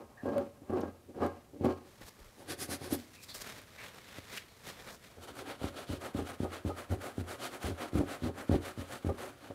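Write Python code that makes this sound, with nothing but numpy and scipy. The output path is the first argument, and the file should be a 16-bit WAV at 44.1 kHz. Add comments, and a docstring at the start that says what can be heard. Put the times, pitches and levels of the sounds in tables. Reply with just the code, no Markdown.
"""A plastic scraper touches down and drags four times through thick paint on a stretched canvas.
Fingers brush the paint, a rag is picked up and bunched, then rubbed quickly to and fro, juddering
where it catches. Stick-slip friction drums the canvas, whose modes ring on; paint grit and cloth
fibres hiss on top. A small studio adds a short echo and a bed of still air."""
import sys
import numpy as np
from scipy import signal
from scipy.fft import rfft, irfft
from scipy.io import wavfile
from scipy.ndimage import uniform_filter1d

SR = 44100
rng = np.random.default_rng(int(sys.argv[2]) if len(sys.argv) > 2 else 0)


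def unload_wav(signal):
    """Save mono or channel-first audio to the path in sys.argv[1] as 16-bit WAV at rate SR, clipped to [-1, 1]."""
    wavfile.write(
        sys.argv[1],
        SR,
        np.round(np.clip(np.atleast_2d(signal).T, -1, 1) * 32767).astype(np.int16),
    )


N = 420713
T = np.arange(N) / SR

# Cue levels are set ahead of each layer's mix trim; rise and fall times span 20 dB.
# scraper strokes: (full pressure at [s], hold [s], drumming [dB], deepest bite after [s],
# bite rise [s], bite fall [s], rasp [dB], grit [dB], slip rate in the bite [Hz])
SCRAPER_STROKES = [(0.0, 0.037, -47.5, 0.0053, 0.038, 0.085, -46.5, -69, 326.3),
                   (.258, 0.15, -32.5, 0.13, .27, 0.065, -40, -59.5, 520.8),
                   (0.7, 0.15, -33.5, 0.067, .13, 0.13, -41.5, -61.5, 345.2),
                   (1.206, 0.049, -29, .028, .06, .095, -27.5, -55, 410.6),
                   (1.641, 0.038, -26, .012, 0.045, 0.0994, -34, -52.5, 315.3)]
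# the edge settling on the paint before a stroke: (time [s], rise [s], fall [s], drumming [dB])
EDGE_LANDINGS = [(.231, 0.0067, .06, -43), (.625, 0.017, .06, -52), (.682, .01, .05, -47),
                 (1.092, 0.015, 0.046, -37.5), (1.165, .012, .13, -35.5), (1.545, 0.018, 0.25, -42.5),
                 (1.616, 0.033, 0.13, -31.5)]
# rag passes: (fastest at [s], length [s], swish [dB], rasp [dB re swish], fibre hiss [dB re swish])
RAG_PASSES = [(5.24, 0.067, -56.5, 0.0, -1), (5.292, 0.065, -53, -1, -6), (5.392, 0.13, -53.5, -1, -4.0),
              (5.501, 0.15, -49.5, -3.5, -9), (5.651, 0.13, -48.5, -1.5, -6.5),
              (5.791, 0.14, -49, -2.0, -7), (5.925, 0.13, -52.5, 1, -4), (6.053, 0.129, -47.5, -3.5, -7.5),
              (6.185, 0.12, -51.0, -2.5, -6), (6.304, 0.14, -49.5, -4.5, -7.0),
              (6.433, 0.099, -53.5, -1.5, -4), (6.548, 0.14, -49, -6, -9.5), (6.681, 0.1, -55.5, -2.5, -4),
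              (6.801, 0.12, -49.5, -5.5, -7.5), (6.93, 0.091, -50.5, -5, -5.0),
              (7.059, 0.15, -47.5, -6, -6.5), (7.194, 0.1, -57.5, -2.5, -3.0),
              (7.314, 0.13, -48.0, -5.5, -6.0), (7.445, 0.14, -47.0, 0.5, -4.0),
              (7.547, 0.1, -50, -5.5, -6), (7.668, 0.16, -47.0, -2, -4.5), (7.827, 0.15, -47.5, -6, -8.0),
              (7.982, 0.16, -50, -5.5, -7), (8.12, 0.15, -46.5, -6, -8), (8.258, 0.127, -50.5, -2.5, -7),
              (8.404, 0.13, -48, -7, -9.0), (8.537, 0.13, -48.5, -3.5, -8.5),
              (8.668, 0.16, -48.5, -5.5, -7), (8.819, 0.14, -56, -1, -4.5), (8.939, 0.13, -49, -4, -4.5),
              (9.073, 0.14, -55.5, -5.5, -7), (9.237, 0.2, -48.5, -6, -6.5), (9.457, 0.17, -57.5, -3.5, -9)]
# the rag catching on tacky paint:
# (time [s], rise [s], drag [s], thuds [dB], groan peak after [s], groan [dB])
RAG_CATCHES = [(5.16, .026, 0.0074, -52, 0.022, -51), (5.28, 0.011, 0.019, -51, .02, -60),
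               (5.352, 0.052, 0.065, -52, 0.071, -42.5), (5.603, .004, 0.018, -43, .01, -43),
               (5.63, .012, 0.027, -37.5, 0.014, -44), (5.888, 0.0051, 0.042, -36, 0.045, -48),
               (6.146, .002, 0.07, -36, 0.055, -35), (6.403, .002, 0.02, -30.5, 0.056, -31),
               (6.648, .008, 0.021, -32.5, 0.058, -34), (6.89, 0.0067, 0.055, -35.5, 0.042, -36.5),
               (7.179, 0.018, 0.013, -36, 0.02, -47.5), (7.63, .018, 0.063, -34.5, 0.029, -42),
               (7.931, 0.019, 0.051, -26.5, 0.09, -34.5), (8.222, 0.02, 0.027, -30.5, 0.072, -39),
               (8.494, .002, 0.058, -27, 0.042, -29.5), (8.773, .002, 0.031, -39, 0.0091, -62),
               (9.045, 0.02, 0.042, -32.5, 0.056, -30.5), (9.497, .006, .003, -51, 0.011, -39.5)]
# knocks as the tool lands or breaks free: (time [s], level [dB], upper band lift [dB])
CANVAS_KNOCKS = [(0.235, -28, -8), (0.258, -22, 16), (0.296, -25, 10), (0.38, -22, 8), (0.619, -38, -13),
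                 (0.704, -24.5, 23), (0.735, -22.5, 2), (0.807, -26, 10), (1.094, -43, 3), (1.157, -35, -1),
                 (1.207, -22, 4), (1.241, -23.5, -13), (1.534, -38, -1), (1.61, -20.5, -7),
                 (1.648, -11.5, 4), (2.691, -26, 1), (2.816, -29, 3), (2.925, -26, -3), (5.642, -21.5, 5),
                 (5.893, -28, -7), (6.148, -23.5, -1), (6.403, -17.5, -22), (6.65, -19.5, -20),
                 (7.181, -19.5, -19), (7.932, -23, -4), (7.956, -28, 5), (8.01, -14, -8), (8.222, -25, -11),
                 (8.495, -11, -22), (8.559, -17, -13), (8.776, -28, -11), (9.047, -19, -21),
                 (9.502, -29, -2)]
# slipping that locks to a pitch: (time [s], length [s], pitch [Hz], level [dB], step per overtone [dB])
SLIP_GROANS = [(.355, 0.056, 564, -32, -30), (.728, 0.049, 375, -32.5, -8.5),
               (1.632, 0.068, 122.9, -39.5, 4.5), (1.659, 0.056, 250.4, -35, -12),
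               (2.924, 0.016, 295, -26, -18), (2.95, 0.082, 247, -46, -20), (6.147, 0.019, 278, -30.5, -17),
               (6.192, 0.018, 398, -43, -2.5), (6.447, 0.025, 404, -47, -2), (6.7, 0.027, 397, -41, -2),
               (6.905, 0.07, 97, -35.5, -25), (8.005, 0.017, 300, -33, -8), (9.092, 0.032, 397, -49, 2)]
# finger sweeps: (fastest at [s], length [s], hiss [dB], treble [dB re hiss], drumming [dB re hiss])
FINGER_SWEEPS = [(2.407, 0.09, -65, 1, 12.5), (2.514, 0.081, -41.5, -5, 4), (2.624, 0.093, -44, 1.5, 2),
                 (2.728, 0.097, -42, -1.5, 5), (2.851, 0.13, -50, -4.5, 7.5), (2.934, 0.083, -44.5, 0, 9.5)]
# folds of rag and sleeve sliding:
# (loudest at [s], rise [s], fall [s], rasp [dB], low rustle [dB re rasp], crinkle [dB re rasp])
CLOTH_SLIDES = [(2.02, 0.029, .035, -53.5, 2, -6), (2.09, 0.059, .012, -55, 0.5, 3),
                (2.198, 0.12, 0.26, -67, 4, -3), (2.99, 0.033, 0.14, -57.5, -5, -1.5),
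                (3.154, 0.042, 0.035, -55.5, -13, -3.5), (3.242, 0.045, 0.015, -59, -15, 8.5),
                (3.3, 0.049, 0.074, -54, -3, 1.5), (3.347, 0.0085, 0.067, -49, -2, 4.5),
                (3.421, 0.016, 0.0087, -49.5, 0, 8), (3.473, 0.14, 0.18, -48.5, -3, -5.5),
                (3.582, .092, 0.053, -53.5, 0.5, -4.5), (3.855, 0.21, .09, -49.5, -2.5, -7.5),
                (3.981, .118, .041, -59, 4, -3), (4.088, 0.48, 0.7, -56, -5.5, -8),
                (4.191, 0.14, 0.0091, -50, -2.5, -8), (4.345, 0.11, .039, -45.5, -3.5, -6),
                (4.377, 0.052, 0.034, -43, -11, -4), (4.423, 0.025, 0.016, -52, -10, -15),
                (4.688, 0.067, 0.063, -45.5, -2, -4), (4.805, 0.29, .082, -55, -2, -11),
                (4.889, 0.064, 0.043, -49, -0.5, -11), (4.951, 0.41, 0.017, -64.5, 9.5, 6.5),
                (5.046, 0.054, 0.084, -55, -4.5, -7)]
# dull bumps of the hands: (time [s], level [dB])
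HAND_BUMPS = [(2.013, -37), (2.191, -47), (4.185, -30.5), (4.676, -36)]
# ticks of paint crumbs and plastic: (time [s], level [dB], treble lift [dB])
CRUMB_TICKS = [(0.2608, -49, -2), (0.381, -33.5, -20), (0.706, -50, -15), (0.735, -49, -5), (0.807, -42, 6),
               (1.264, -38, -11), (1.6474, -39, -8), (1.6551, -37, -20), (2.0119, -49, -6), (2.065, -47, 4),
               (2.092, -51, 1), (2.1936, -53, -6), (2.2444, -57, 0), (2.7354, -40, -2), (2.8424, -39, -6),
               (3.1344, -53, -1), (3.153, -62, -4), (3.3438, -36, 17), (3.4984, -40, -13),
               (3.6167, -44, -3), (3.882, -45, -4), (4.1824, -44, -11), (4.374, -40, -6), (4.4633, -61, -2),
               (5.3535, -44, -4), (7.956, -39, -2)]
# stray handling noises: (time [s], length [s], centre [Hz], spread each side [ratio], level [dB])
STRAY_RASPS = [(0.171, 0.075, 1734, 0.076, -55.5), (0.811, 0.014, 4200, 0.6, -55.5),
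               (2.02, 0.063, 55.4, 0.46, -55), (2.19, .12, 41.3, .5, -52.5),
               (2.927, 0.034, 12500, 0.16, -41.5), (3.147, 0.15, 2500, 0.085, -62.5),
               (3.283, .07, 4000, 0.17, -51), (3.355, 0.084, 45, 0.57, -59), (3.776, .11, 1990, .3, -51.5),
               (4.372, .022, 2170, .4, -43.5), (4.48, .1, 4170, .1, -67)]
# modes of the canvas on its frame: (frequency [Hz], level [dB], 60 dB decay [s])
CANVAS_MODES = [(86.96, 0, 0.41), (99.98, -5, 0.17), (157, -4, 0.18), (214.7, -5, 0.24), (235.7, -3, 0.27),
                (279.6, -5.5, 0.21), (367.5, 0.5, 0.26), (470.3, -5, 0.25), (564, 5.5, 0.14),
                (710, -2.5, 0.3), (810, -21, 0.095), (935, -4.5, 0.3), (1070, 3.5, 0.25), (1175, -8, 0.47),
                (1246, 2, 0.37), (1370, -12, .25), (1617, 18, 0.096)]

# EQ curves that colour each source: (frequency [Hz], level [dB])
SCRAPER_EQ = [(26, -45), (45, -32), (85, -7), (176, -14.5), (228, 1.5), (316, -2.5), (372, -5.5),
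              (498, -7.5), (566, -5.5), (655, -11.5), (800, -5), (978, -16.5), (1110, -11), (1330, -18),
              (3500, -45), (4550, -72), (7700, -120)]  # the edge drumming
GRIT_EQ = [(1180, -28), (2000, 0.5), (3040, -3), (3610, -9), (4000, -6), (7950, -16.5), (12400, -20),
           (15500, -19)]  # paint grit under the edge
RUB_EQ = [(71, -77), (120, 31.5), (156, -2.5), (265, 2.5), (432, 0.5), (563, 2), (636, 0.5), (733, 1),
          (936, -5.5), (1350, -4.5), (2070, -11.5), (3000, -15.5), (4400, -19.5), (5300, -28.5),
          (10100, -27), (15500, -37.5)]  # fibres brushing paint
JUDDER_EQ = [(18, -12), (30, -16), (76, 10), (104, 1), (151, -5.5), (295, 1), (499, -14), (564, -12),
             (697, -21.5), (802, -17), (939, -31.5), (1080, -32.5), (1220, -33), (2000, -40), (2600, -69),
             (4400, -120)]  # the rag jerking along
KNOCK_EQ = [(30, -24), (60, -7), (90, 14.5), (150, 6.5), (280, 12.5), (550, -1), (900, -8), (1600, -49),
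            (3000, -50), (10000, -59)]  # knocks and bumps
FINGERTIP_EQ = [(470, -21), (800, 2), (952, -29), (1100, 1), (1430, -2.5), (1510, 3), (2830, -5),
                (3130, -3), (4770, -2.5), (7460, -15.5), (10000, -8.5), (13700, -20), (15500, -24)]  # skin hissing on paint
PALM_EQ = [(29, -40), (50, -12), (86, 4.5), (177, -15.5), (305, -1), (417, -6.5), (562, -9), (639, -14),
           (716, -8.5), (965, -16), (1500, -25), (1950, -51), (3300, -120)]  # the hand drumming
CLOTH_EQ = [(15, -25), (25, -3), (55, 0), (116, 5), (227, 7), (260, 3.5), (322, -4), (495, 1.5),
            (826, -3.5), (2170, -1), (2800, -6), (3600, -6), (4700, -10), (6210, -16), (13200, -21.5),
            (15500, -25)]  # sliding folds
TICK_EQ = [(300, -21), (1500, 14.5), (4000, -4.5), (7000, -3), (11000, 0), (15500, -8)]  # crumbs and snapping fibres
AIR_EQ = [(15, -49), (25, -8.5), (107, 5.5), (169, -4), (221, -2), (482, -9), (782, -14.5), (1270, -17),
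          (2700, -23), (12500, -25), (15500, -31)]  # room tone

SCRAPE_ATTACK_S, SCRAPE_RELEASE_S = 0.007, 0.075
TRAIL_DB, TRAIL_S = -18, 0.23  # the edge trails lightly as it lifts
LIGHT_SLIP_HZ = 290.5  # slip rate when the edge does not bite
JUDDER_RELEASE_S, GROAN_S = 0.062, 0.047
HANDLING_FROM_S, RAG_ON_S = 1.875, 5.1  # the arm draws back; the rag meets the canvas
RAG_REST_DB, SLEEVE_DB = -72, -68  # the rag never quite stops; the sleeve stirs throughout the handling
TOP_HZ = 15600


def scraper():
    """The edge sticks and slips, drumming the canvas; biting, it slips faster and adds rasp and grit."""
    s, hold_s, db, bite_after_s, rise_s, fall_s, rasp_db, grit_db, bite_hz = np.transpose(SCRAPER_STROKES)
    bites = np.array([press(at, up, 0, down) for at, up, down in zip(s + bite_after_s, rise_s, fall_s)])
    strokes = [press(at, SCRAPE_ATTACK_S, hold, SCRAPE_RELEASE_S) for at, hold in zip(s, hold_s)]
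    lifts = [press(at, SCRAPE_ATTACK_S, hold, TRAIL_S) for at, hold in zip(s, hold_s)]
    touches = [press(at, rise, 0, fall) for at, rise, fall, _ in EDGE_LANDINGS]
    push, = levels(strokes, db)
    trail, trail_grit = levels(lifts, db + TRAIL_DB, grit_db - 5)
    landing, = levels(touches, [row[3] for row in EDGE_LANDINGS])
    rasp, crumbs = levels(bites, rasp_db, grit_db)
    slip_hz = LIGHT_SLIP_HZ + (bite_hz - LIGHT_SLIP_HZ) @ np.sqrt(bites)
    slips = chatter(0, slip_hz, jitter=.36, spread_db=3.5)
    slips = through(slips + 0.044 * rng.standard_normal(N), response(SCRAPER_EQ))
    low = amp(-4.5) * np.linalg.norm([push, landing, trail], axis=0) * even_band(slips, 65, 503)
    edge_pressure = np.linalg.norm([rasp, trail, amp(-5) * push, amp(-19) * landing], axis=0)
    high = amp(-7.5) * edge_pressure * even_band(slips, 534, 2250)
    grains = even_band(friction(GRIT_EQ, rate=1400, spread_db=4.5, slide=0.95), 1500, 15500)
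    grit = amp(-1.5) * np.linalg.norm([crumbs, trail_grit, amp(-30) * landing], axis=0) * grains
    ridges = flutter(rate=60, depth_db=2.85)
    return (low + high) * ridges, grit * ridges


def rag_rubbing():
    """Countless fibres brush the paint, swelling with each pass; the colour shifts as the folds roll."""
    s, length_s, db, rasp_db, hiss_db = np.transpose(RAG_PASSES)
    swish, rasp, hiss = levels([sweep(*row) for row in zip(s, length_s)], db, db + rasp_db, db + hiss_db)
    rest = amp(RAG_REST_DB) * (T > RAG_ON_S)
    fibres = friction(RUB_EQ, rate=3500, spread_db=3, slide=0.78)
    mids = np.hypot(swish, amp(5) * rest) * even_band(fibres, 1174, 2580)
    mids *= flutter(rate=35, depth_db=0.8)
    highs = np.hypot(rasp, amp(-0.5) * rest) * even_band(fibres, 2860, 5900)
    highs *= flutter(rate=35, depth_db=1.2)
    fizz = amp(0.66) * even_band(fibres, 6000, 17000) + amp(-6.5) * crackle(rate=250)
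    top = np.hypot(hiss, amp(-4.5) * rest) * fizz
    drum = amp(5.5) * np.hypot(swish, amp(4.5) * rest) * even_band(fibres, 219, 1053)
    drum *= flutter(rate=20, depth_db=1.3)
    return drum, amp(-1.15) * (mids + highs + top) * flutter(rate=70, depth_db=2.0)


def rag_judder(first_hz, last_hz, speed_up_s, hold_s):
    """The rag holds on tacky paint, then jerks along: slow thuds quicken into a short groan."""
    out = np.zeros(N)
    t = T[:SR // 2]
    rate_hz = first_hz * (last_hz / first_hz) ** np.minimum(t / speed_up_s, 1)
    body = response(JUDDER_EQ)
    for s, rise_s, drag_s, db, groan_s, groan_db in RAG_CATCHES:
        slips = chatter(hold_s, rate_hz, jitter=0.15, spread_db=5.5)
        slips /= np.sqrt(rate_hz / first_hz)  # slow slips store more force
        slips = signal.oaconvolve(slips + 0.013 * rng.standard_normal(len(t)), body)[:len(t)]
        thuds = amp(db - 1.6) * press(rise_s, rise_s, drag_s, JUDDER_RELEASE_S, t)
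        groan = np.hypot(amp(groan_db - 2.0) * sweep(groan_s, GROAN_S, t), amp(-14.5) * thuds)
        add(out, s, thuds * even_band(slips, 43, 379) + groan * even_band(slips, 453, 1380))
    return out


def knocks(cues, eq, split_hz, gain_db):
    """Single hits of a given colour; harder contact lifts the upper band."""
    push = response(eq)
    soft = signal.sosfilt(signal.butter(1, split_hz, fs=SR, output="sos"), push)
    out = np.zeros(N)
    for s, db, hard_db in cues:
        hit = soft + amp(hard_db) * (push - soft)
        add(out, s, -amp(db + gain_db) * hit / np.abs(hit).max())
    return out


def groans(waver, harmonics=3):
    """Slipping locks into a few nearly regular cycles: a short tone with an unsteady pitch."""
    out = np.zeros(N)
    for s, length, hz, db, step_db in SLIP_GROANS:
        progress = np.linspace(0, 1, int(length * SR))
        drift = np.interp(progress, np.linspace(0, 1, num=5), rng.standard_normal(5))
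        phase = 2 * np.pi * np.cumsum(hz * (1 + waver * drift)) / SR
        tone = sum(amp(k * step_db) * np.sin((k + 1) * phase) for k in range(harmonics))
        add(out, s, amp(db) * np.sqrt(2) * np.sin(np.pi * np.sqrt(progress)) * tone)
    return out


def canvas(force, direct_db, ring_db, damped_db):
    """The stretched cloth radiates each push at once and rings on in its modes, less so under the rag."""
    t = T[:SR * 3 // 4]
    ring = sum(amp(db) * np.cos(2 * np.pi * hz * t) * decay(t, t60) for hz, db, t60 in CANVAS_MODES)
    ring_send = amp(np.where(T < RAG_ON_S, ring_db, damped_db))
    return amp(direct_db) * force + through(force * ring_send, ring)


def fingers():
    """Fingertips sweep the paint with a dry hiss and a little drumming; in between, the hand rests."""
    s, length_s, db, treble_db, drum_db = np.transpose(FINGER_SWEEPS)
    sweeps = [sweep(*row, squareness=2.15) for row in zip(s, length_s)]
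    body, treble, push = levels(sweeps, db, db + treble_db, db + drum_db)
    resting = press(s[0], rise_s=0.055, hold_s=s[-1] - s[0], fall_s=0.4)
    skin = friction(FINGERTIP_EQ, rate=2900, spread_db=-0.5, slide=0.86)
    palm = friction(PALM_EQ, rate=870, spread_db=2.5, slide=0.48)
    hiss = amp(-2.1) * body * even_band(skin, 820, 5600)
    hiss += amp(0.4) * treble * even_band(skin, 6440, 15800)
    hiss += amp(-70.5) * resting * even_band(skin, 880, 10000)
    drum = (amp(-4) * push + amp(-59) * resting) * even_band(palm, 116, 1150)
    return drum, hiss


def rag_handling():
    """Folds of cloth slide and crinkle as the rag is picked up and bunched."""
    db, rustle_db, crinkle_db = np.transpose(CLOTH_SLIDES)[3:]
    slides = [press(s, rise, 0, fall) for s, rise, fall, *_ in CLOTH_SLIDES]
    rasp, rustle, crinkle = levels(slides, db, db + rustle_db, db + crinkle_db)
    sleeve = amp(SLEEVE_DB) * press(HANDLING_FROM_S, .1, RAG_ON_S - HANDLING_FROM_S, 0.48)
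    folds = friction(CLOTH_EQ, rate=1100, spread_db=3, slide=1.0)
    lows = amp(-5.5) * rustle * even_band(folds, 24, 430)
    mids = amp(-1.2) * np.hypot(rustle, sleeve) * even_band(folds, 373, 1380)
    highs = amp(-2.85) * np.hypot(rasp, sleeve) * even_band(folds, 1570, 4240)
    fizz = even_band(folds, 5000, 17000) + amp(-16) * crackle(rate=90)
    top = amp(0.7) * np.hypot(crinkle, amp(-2.5) * sleeve) * fizz
    return (lows + mids + highs + top) * flutter(rate=110, depth_db=1.6)


def crackle(rate):
    """Lone snaps of fibres that catch and let go."""
    return friction(TICK_EQ, rate=rate, spread_db=5.5, slide=0)


def stray_rasps():
    """Rasps, faint squeaks and rumbles of handling: bands of noise that start quickly and fade."""
    out = np.zeros(N)
    for s, length, hz, width, db in STRAY_RASPS:
        noise = band(rng.standard_normal(SR // 2), hz / (1 + width), hz * (1 + width))
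        swell = np.sin(np.pi * np.sqrt(np.linspace(0, 1, int(length * SR))))
        add(out, s, amp(db) * swell * noise[-len(swell):] / noise.std())
    return out


def crumb_ticks(decay_s, gain_db):
    """Paint crumbs and plastic tick, each a tiny crumbling burst."""
    t = T[:SR // 20]
    crumble = rng.standard_normal(len(t)) * np.exp(-t / decay_s)
    clicks = knocks(CRUMB_TICKS, TICK_EQ, split_hz=5000, gain_db=gain_db)
    return through(clicks, crumble / np.abs(crumble).max())


def studio(x, wet_db, low_t60, high_t60, gap_s):
    """Diffuse echo of a small cluttered room; the treble dies sooner."""
    t = T[:SR * 3 // 4]
    noise = rng.standard_normal(len(t))
    tail = band(noise, 98, 2900) * decay(t, low_t60) + band(noise, 2300, 22500) * decay(t, high_t60)
    tail *= t > gap_s
    return x + amp(wet_db) * through(x, tail / np.sqrt(np.sum(tail ** 2)))


def room_air(level_db):
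    """A steady bed of still room air and faint hiss."""
    noise = through(rng.standard_normal(N), response(AIR_EQ))
    return amp(level_db) * noise / noise.std()


def friction(eq, rate, spread_db, slide):
    """Uneven slips at chance moments, about `rate` a second, over the noise of smooth sliding."""
    chance, size, noise = rng.random(N), rng.standard_normal(N), rng.standard_normal(N)
    slips = (chance < rate / SR) * amp(spread_db * np.clip(size, -2, 2))
    slips = (slips.mean() - slips) / slips.std()
    return through(slips + slide * noise, response(eq))


def chatter(start_s, rate_hz, jitter, spread_db):
    """Up to 1500 stick-slip cycles that follow a rate curve; no two are alike."""
    out, s = np.zeros(len(rate_hz)), start_s
    for stretch, size in np.clip(rng.standard_normal((1500, 2)), -2, 2):
        i = int(s * SR)
        if i >= len(out):
            break
        out[i] = -amp(spread_db * size)
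        s += np.exp(jitter * stretch) / rate_hz[i]
    return out


def flutter(rate, depth_db):
    """Quick chance changes of gain, as when ridges of paint pass under the hand."""
    knots = np.arange(0, T[-1] + 1, 1 / rate)
    return amp(depth_db * np.interp(T, knots, rng.standard_normal(4000)[:len(knots)]))


def press(s, rise_s, hold_s, fall_s, t=T):
    """Pressure that is full at s, holds and lets go; rise and fall are times for 20 dB."""
    return amp(-20 * np.maximum(np.maximum((s - t) / rise_s, (t - s - hold_s) / fall_s), 0))


def sweep(s, length_s, t=T, squareness=2):
    """A hand speeds up and slows down: fastest at s, 20 dB weaker at both ends."""
    return amp(-20 * np.abs(2 * (t - s) / length_s) ** squareness)


def decay(t, t60):
    """A tail that falls 60 dB in t60 seconds."""
    return np.exp(-np.log(1000) * t / t60)


def levels(shapes, *columns_db):
    """Join the envelopes of all strokes by power, once for each column of levels."""
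    return np.sqrt(amp(np.array(columns_db)) ** 2 @ np.array(shapes) ** 2)


def even_band(x, lo_hz, hi_hz, window=1764):
    """One band of a friction sound held near unit level, as under steady pressure."""
    y = band(x, lo_hz, hi_hz)
    power = uniform_filter1d(uniform_filter1d(y * y, window), window // 2)
    return y / np.sqrt(np.abs(power) + np.mean(y * y) / 100)


def band(x, lo_hz, hi_hz):
    """Band-pass filter."""
    edges_hz = [lo_hz, min(hi_hz, SR / 2 - 100)]
    return signal.sosfilt(signal.butter(4, edges_hz, "band", fs=SR, output="sos"), x)


def response(eq, size=8192):
    """Minimum-phase impulse response of an EQ curve."""
    hz, db = np.transpose(eq)
    bins_hz = np.arange(size // 2 + 1) * SR / size
    log_gain = np.log(amp(np.interp(np.log(bins_hz + 1), np.log(hz), db)))
    cepstrum = irfft(log_gain)
    cepstrum[1:size // 2] *= 2
    cepstrum[size // 2 + 1:] = 0
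    return irfft(np.exp(rfft(cepstrum)))[:size // 2]


def through(x, ir):
    """Pass a sound through an impulse response."""
    return signal.oaconvolve(x, ir)[:N]


def add(out, s, sound):
    """Mix a short sound in at time s."""
    i = int(np.clip(s * SR, 0, N - 1))
    out[i:i + len(sound)] += sound[:N - i]


def amp(db):
    """Decibels to gain."""
    return 10 ** (np.asarray(db) / 20)


def scene():
    """Everything that presses on the painting goes through the canvas; the hiss radiates directly."""
    drum, hiss = np.sum([scraper(), fingers(), rag_rubbing()], axis=0)
    force = drum + groans(waver=0.034)
    force += rag_judder(first_hz=73.96, last_hz=414.7, speed_up_s=.05, hold_s=0.01097)
    force += knocks(CANVAS_KNOCKS, KNOCK_EQ, split_hz=370, gain_db=-4.5)
    bumps = knocks([(s, db, 0) for s, db in HAND_BUMPS], KNOCK_EQ, split_hz=500, gain_db=-4.5)
    foley = rag_handling() + bumps + stray_rasps() + crumb_ticks(decay_s=0.0015, gain_db=-4)
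    close = canvas(force, direct_db=-2.5, ring_db=-59.0, damped_db=-60.5) + hiss + foley
    room = studio(close, wet_db=-18.5, low_t60=0.45, high_t60=0.22, gap_s=0.0054)
    return (room + room_air(level_db=-62))[None]


def record(dry):
    """A steep low-pass trims the very top."""
    return signal.sosfilt(signal.ellip(10, .2, 80, TOP_HZ, fs=SR, output="sos"), dry)


dry = scene()
out = record(dry)
unload_wav(out)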